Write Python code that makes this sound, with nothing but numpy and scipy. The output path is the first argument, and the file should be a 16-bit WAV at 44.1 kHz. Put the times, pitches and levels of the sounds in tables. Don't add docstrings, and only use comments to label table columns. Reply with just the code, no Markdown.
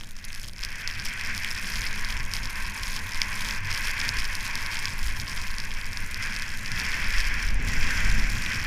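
import sys
import numpy as np
from scipy import signal
from scipy.fft import rfft, irfft
from scipy.io import wavfile
from scipy.ndimage import uniform_filter1d

SR = 44100
rng = np.random.default_rng(int(sys.argv[2]) if len(sys.argv) > 2 else 0)


def file_out(sig):
    cols = np.atleast_2d(sig).T
    lim = np.clip(cols, -1, 1)
    pcm = np.round(lim * 32767).astype(np.int16)
    wavfile.write(sys.argv[1], SR, pcm)


N = 381906
TOP_HZ = 15400

# start_s, effort_db
EFFORT = [(0.0, -51.5), (0.14, -53), (0.31, -44), (0.43, -49.5), (0.53, -54), (0.63, -42), (.72, -39.5),
          (.9, -37.5), (1.4, -34.5), (1.7, -36), (2.17, -35.5), (2.26, -39), (2.6, -37.5), (2.95, -38.5),
          (3.3, -35), (3.5, -33), (3.61, -38.5), (3.69, -32), (4.18, -33.5), (4.33, -37.5), (4.45, -35.5),
          (4.72, -34.5), (4.92, -37.5), (5.2, -39.5), (5.4, -38.5), (6.05, -40), (6.27, -34), (6.48, -36),
          (6.58, -40), (6.8, -32), (7.32, -29.5), (7.47, -34), (7.56, -38.5), (7.64, -34), (7.98, -29.5),
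          (8.38, -36), (8.49, -31), (8.66, -32)]
# start_s, level_db
RUB_LEVEL = [(0, -12.5), (.4, -18), (1.35, -15.5), (2.5, -6.5), (3.4, -8), (4.0, -12), (4.4, -9),
             (5.7, -8.5), (6.2, -15.5), (8.66, -16)]
# pitch_hz, level_db
HISS_SPECTRUM = [(350, -19), (750, -19), (1250, -10.5), (1450, -2.5), (1580, 3), (1900, 1.5), (2060, 2.5),
                 (2550, 1), (2950, -13), (3200, -8.5), (3700, -21.5), (5500, -14), (8000, -33),
                 (15000, -71)]
# pitch_hz, level_db
RUB_SPECTRUM = [(200, -12), (450, -19), (760, -19.5), (900, -2), (1000, 1), (1100, 3), (1220, -14.5),
                (1600, -40)]


def skis():
    effort = undb(curve(EFFORT))
    rub_level = effort * undb(curve(RUB_LEVEL))
    hiss = undb(0.42) * effort * noise(HISS_SPECTRUM)
    rub = undb(-1.5) * rub_level * noise(RUB_SPECTRUM)
    flutter = undb(1.1 * walk(rate=45))
    return (hiss + rub) * flutter


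# peak_s, level_db, half_s (half length)
BUMPS = [(.44, -46.5, 0.054), (1, -40, 0.056), (2.19, -41.5, 0.053), (3.05, -40.5, .04), (3.65, -36, 0.071),
         (4.103, -38, .06), (4.902, -40.5, 0.041), (5.213, -34.5, 0.042), (6.19, -39.5, 0.049),
         (6.726, -37, 0.045), (8.14, -34, 0.05), (8.358, -35, 0.064), (8.586, -34, 0.058)]
# pitch_hz, level_db
THUD_SPECTRUM = [(50, -17), (95, 7), (135, -2), (175, -14.5), (260, -18.5), (500, -34.5)]


def bumps():
    level = sum(undb(db) * swell(s, half_s) for s, db, half_s in BUMPS)
    return level * eddies(THUD_SPECTRUM, size=SR // 12)


# start_s, level_db
FINE_SNOW = [(0, -55), (.9, -53.5), (1.5, -49.5), (3.0, -48.5), (4.5, -48.5), (5.5, -50.5), (6.3, -49.5),
             (7.3, -50.5), (8.66, -49)]
# peak_s, rise_db, half_s (half length)
FLURRIES = [(.42, 2, .06), (.65, 1.5, .04), (1.04, 2, .04), (1.75, 2, .2), (2.85, 4, .12), (3.42, 2.5, .12),
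            (3.8, 2, .07), (4.2, 2, .08), (5.15, 2, .3), (5.62, 2.5, 0.04004)]
# peak_s, dip_db, half_s (half length)
LULLS = [(.16, -5.5, .035), (.53, -2.5, .035), (2.24, -4, .035), (3.61, -8, .045), (5.87, -3.5, .09),
         (7.585, -13, .062)]
# pitch_hz, level_db
POWDER_SPECTRUM = [(2000, -10), (4400, -3), (5400, 3), (6800, 2), (7900, -3), (9800, -2), (12300, -7),
                   (15300, -13)]
# pitch_hz, level_db
CRYSTAL_SPECTRUM = [(1000, -5.5), (3000, 3), (4400, 6.5), (5200, 0), (6500, 5), (7900, -4.5), (9400, 0.5),
                    (10700, -3), (11800, -3), (13600, -9), (15000, -10.5)]
# pitch_hz, level_db
GRAIN_SPECTRUM = [(500, -9), (1100, 4.5), (2200, 3), (2900, 4), (3200, 7.5), (3700, -2), (4500, -0.5),
                  (4850, 6.5), (5000, 2.5), (5250, 8.5), (5800, 1), (6600, -5.5), (7300, -2), (15000, -4.5)]


def spray():
    cruise_db = -36
    above_cruise_db = curve(EFFORT) - cruise_db
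    fine = undb(curve(FINE_SNOW))
    heavy = undb(-43.5 + 0.42 * above_cruise_db)
    clouds_db = swells(FLURRIES) + swells(LULLS)
    flurry = undb(clouds_db + 1.6 * walk(rate=45))
    powder = undb(-6) * fine * flurry * noise(POWDER_SPECTRUM)
    crystals = impacts(fine * flurry, rate=950, spread_db=8.0, largest=2.63,
                       pitch_hz=10440, scatter=0.308, decay_cycles=3.4, ragged=0.15)
    grains = impacts(heavy * flurry, rate=230, spread_db=7.0, largest=1.5,
                     pitch_hz=4950, scatter=0.15, decay_cycles=1.2, ragged=0.056)
    fizz = undb(3) * colour(crystals, CRYSTAL_SPECTRUM)
    ticks = undb(-2.5) * colour(grains, GRAIN_SPECTRUM)
    return powder + fizz + ticks


def impacts(flow, rate, spread_db, largest, pitch_hz, scatter, decay_cycles, ragged, size=64):
    density = (flow / flow.mean()) ** .95
    at = np.flatnonzero(rng.random(N) < rate * density / SR)
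    chance = rng.standard_normal((len(at), size + 3))
    weight, pitch, phase = chance.T[:3, :, None]
    grain_hz = np.minimum(pitch_hz * np.exp(scatter * pitch), TOP_HZ)
    cycles = grain_hz * np.arange(size) / SR
    crumble = ragged * np.cumsum(chance[:, 3:], axis=1)
    crunch = np.exp(-cycles / decay_cycles) * np.sin(2 * np.pi * (cycles + phase + crumble))
    crunch /= np.linalg.norm(crunch, axis=1, keepdims=True)
    crunch *= undb(spread_db * np.minimum(weight, largest))
    samples = at[:, None] + np.arange(size)
    x = np.bincount(samples.ravel(), crunch.ravel(), N + size)[:N]
    x = x / np.sqrt(density)
    return flow * x / x.std()


# start_s (just before the blow), tick_db, knock_db (against the tick), splinter_db (against the tick)
PELLETS = [(0.243, -25.5, -22, -30), (0.3025, -39, 12, -15), (0.329, -25, -18, -21), (0.348, -26, -16, -8),
           (0.397, -28, -14, -11), (0.5332, -30, -16, -16), (0.5906, -34, 6, -16), (0.608, -29, -11, -13),
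           (0.635, -15.5, -23, -30), (0.6484, -15.5, -24, -18), (0.8748, -12, -26, -29),
           (0.9971, -21, -16, -25), (1.0526, -25.5, -12, -4), (1.2107, -21, -18, -15),
           (1.3773, -18, -14, -15), (1.4453, -19, 3.5, -13), (1.7561, -17, -12, -21),
           (1.817, -20.5, -5, -16), (1.869, -19.5, -16, -24), (2.047, -18, -16, -25),
           (2.336, -12.5, -20, -18), (2.3656, -17, -21, -30), (2.455, -19, -10, -24), (2.832, -18, -8, -16),
           (2.963, -18, -19, -15), (3.1448, -20, -13, -18), (3.2164, -6.5, -6.5, -28),
           (3.5085, -16, -8, -25), (3.7134, -17, -15, -24), (3.7265, -18, -10, -21),
           (3.7468, -17, -13, -19), (3.7754, -18.5, -17, -16), (4.0006, -15.5, -6, -28),
           (4.0135, -16.5, -3, -26), (4.0899, -9, -21, -29), (4.1683, -18, -9, -22),
           (4.1873, -17, -15, -22.5), (4.2098, -26, -18, -27), (4.2524, -19, -10, -22),
           (4.3515, -16.5, -22, -13), (4.4647, -20.5, -11, -29), (4.554, -14.5, -17, -17),
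           (4.6616, -18.5, -17, -20), (4.7688, -19, -5, -25), (4.8545, -11.5, -11, -25),
           (5.1985, -17, -22, -24), (5.5829, -17, -19, -18), (5.6003, -18, -17, -23),
           (5.9714, -17.5, -12, -27), (6.1434, -17, -19, -20), (6.3628, -17, -21, -22),
           (6.421, -18.5, -18, -19), (6.6594, -20, -7, -26), (6.7166, -17.5, -17, -19),
           (6.7985, -15.5, -17, -21), (7.1813, -17, -14, -24), (7.203, -15, -16, -23.5),
           (7.9733, -24, -14, -26), (8.0987, -19, -10, -27), (8.461, -23, 6.5, -20)]
# pitch_hz, level_db
TICK_SPECTRUM = [(800, -23), (2200, -11), (3500, -10.5), (4500, -2.5), (5250, 1.5), (5800, -5.5),
                 (6700, -13), (7400, -23.5), (15000, -38)]
# pitch_hz, level_db
KNOCK_SPECTRUM = [(500, -51), (1400, -31), (2100, 8), (2850, 2.5), (3250, 2), (4200, -8), (6600, -16),
                  (15000, -50)]
# pitch_hz, level_db
SPLINTER_SPECTRUM = [(3000, -52), (6500, -17), (8000, 13), (9400, 17.5), (10700, 10.5), (12000, 14),
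                     (15000, -24)]


def pellets():
    s, db, knock_db, splinter_db = np.transpose(PELLETS)
    lead_s = 0.001078
    longest_collapse_s = 0.0006
    tick_trim_db, knock_trim_db, splinter_trim_db = 1.75, 0.5, 6.5
    hit_s = s + lead_s
    collapse_s = hit_s + longest_collapse_s * rng.uniform(.3, 1, len(s))
    shards_db = db + splinter_db + splinter_trim_db
    tick = strike(hit_s, db + tick_trim_db, TICK_SPECTRUM)
    first_splinter = strike(hit_s, shards_db, SPLINTER_SPECTRUM)
    second_splinter = strike(collapse_s, shards_db + 1, SPLINTER_SPECTRUM)
    knock = strike(collapse_s, db + knock_db + knock_trim_db, KNOCK_SPECTRUM)
    return tick + first_splinter + second_splinter + knock


def strike(s, db, spectrum):
    blows = np.bincount((s * SR).astype(int), undb(db), N)
    return colour(blows, spectrum) / np.abs(ring(spectrum)).max()


# start_s, level_db
HEADWIND = [(0, -48.5), (.8, -48), (1.05, -44.5), (2.3, -42.5), (2.6, -45), (3.8, -42), (4.6, -44),
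            (5.4, -43), (6.0, -43.5), (7.45, -39.5), (7.8, -32), (8.25, -36.5), (8.4, -39), (8.66, -43)]
# peak_s, level_db, half_s (half length)
GUSTS = [(0.642, -37, 0.056), (1.788, -32, 0.068), (2.15, -31, 0.11), (2.433, -33.5, 0.08),
         (2.655, -33, 0.049), (2.847, -31.5, 0.045), (3.5, -34.5, .05), (3.88, -36, 0.056),
         (4.198, -32.5, .12), (5.08, -23, 0.044), (5.453, -38, 0.23), (7.19, -28, 0.14),
         (7.542, -25.5, 0.19), (7.83, -36, 0.052), (8.157, -22, 0.16)]
# start_s, level_db
RUSH = [(0, -82), (1.0, -63), (6.0, -62), (6.3, -53), (6.7, -48), (7.55, -61), (7.68, -44), (8.0, -40),
        (8.2, -45), (8.35, -42.5), (8.66, -47.5)]
# pitch_hz, level_db
SWAY_SPECTRUM = [(2, -29), (7, -3.5), (13, -0.5), (21, -7), (30, -32), (70, -51)]
# pitch_hz, level_db
BUFFET_SPECTRUM = [(10, -18), (24, -11.5), (33, 9), (46, -7.5), (60, -7.5), (130, -61)]
# pitch_hz, level_db
RUMBLE_SPECTRUM = [(25, -34), (55, -4.5), (80, 3), (105, -3), (140, -9.5), (180, -8.5), (215, -7.5),
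                   (260, -16), (340, -22.5), (550, -25), (1200, -31.5), (4000, -84)]
# pitch_hz, level_db
AIR_SPECTRUM = [(150, 4), (220, 21), (280, 13), (350, 0), (520, 2.5), (750, -1), (1000, 8.5), (3000, 6),
                (4200, -22), (5500, 11), (6500, 4.5), (7300, 7.5), (8000, -6), (12000, -9), (15000, -14)]


def wind():
    steady = undb(curve(HEADWIND))
    gusts = sum(undb(db) * swell(s, half_s) for s, db, half_s in GUSTS)
    sway_level = np.hypot(steady * undb(12.5), gusts * undb(2.5)) * undb(2.2 * walk(rate=8.9))
    buffet_level = np.hypot(steady * undb(-1.5), gusts)
    rumble_level = np.hypot(steady, gusts * undb(-19)) * undb(1.66 * walk(rate=24))
    sway = sway_level * eddies(SWAY_SPECTRUM, size=SR // 5)
    buffet = buffet_level * eddies(BUFFET_SPECTRUM, size=SR // 8)
    rumble = rumble_level * eddies(RUMBLE_SPECTRUM, size=SR // 8)
    rush = undb(curve(RUSH)) * noise(AIR_SPECTRUM)
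    return sway + buffet + rumble + rush


def eddies(spectrum, size):
    x = noise(spectrum)
    return x / np.sqrt(uniform_filter1d(x ** 2, size=size))


def undb(db):
    return 10 ** (np.asarray(db) / 20)


def ring(spectrum, size=32768):
    hz, db = np.transpose(spectrum)
    f = np.maximum(np.fft.rfftfreq(size, 1 / SR), 1)
    gain = undb(np.interp(np.log(f), np.log(hz), db))
    gain = gain * np.minimum(hz[-1] / f, 1) ** 2
    cepstrum = irfft(np.log(gain))
    cepstrum[1:size // 2] *= 2
    cepstrum[size // 2 + 1:] = 0
    fade = signal.windows.hann(2 * size)[size:]
    response = irfft(np.exp(rfft(cepstrum))) * fade
    return response / np.linalg.norm(response)


def colour(x, spectrum):
    return signal.fftconvolve(x, ring(spectrum))[:N]


def noise(spectrum):
    response = ring(spectrum)
    white = rng.standard_normal(N + len(response) - 1)
    return signal.fftconvolve(white, response, "valid")


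def walk(rate):
    k = max(int(SR / rate), 1)
    held = np.repeat(rng.standard_normal(N // k + 1), k)
    smooth = uniform_filter1d(uniform_filter1d(held, k), k)
    return 1.3 * smooth[:N]


def curve(table):
    return np.interp(np.arange(N) / SR, *np.transpose(table))


def swell(s, half_s):
    return np.exp(-((np.arange(N) / SR - s) / half_s) ** 2)


def swells(table):
    return sum(height * swell(s, half_s) for s, height, half_s in table)


def scene():
    return (skis() + bumps() + spray() + pellets() + wind())[None]


def record(dry):
    low_pass = signal.ellip(8, .2, 70, TOP_HZ, fs=SR, output="sos")
    return signal.sosfilt(low_pass, dry)


dry = scene()
out = record(dry)
file_out(out)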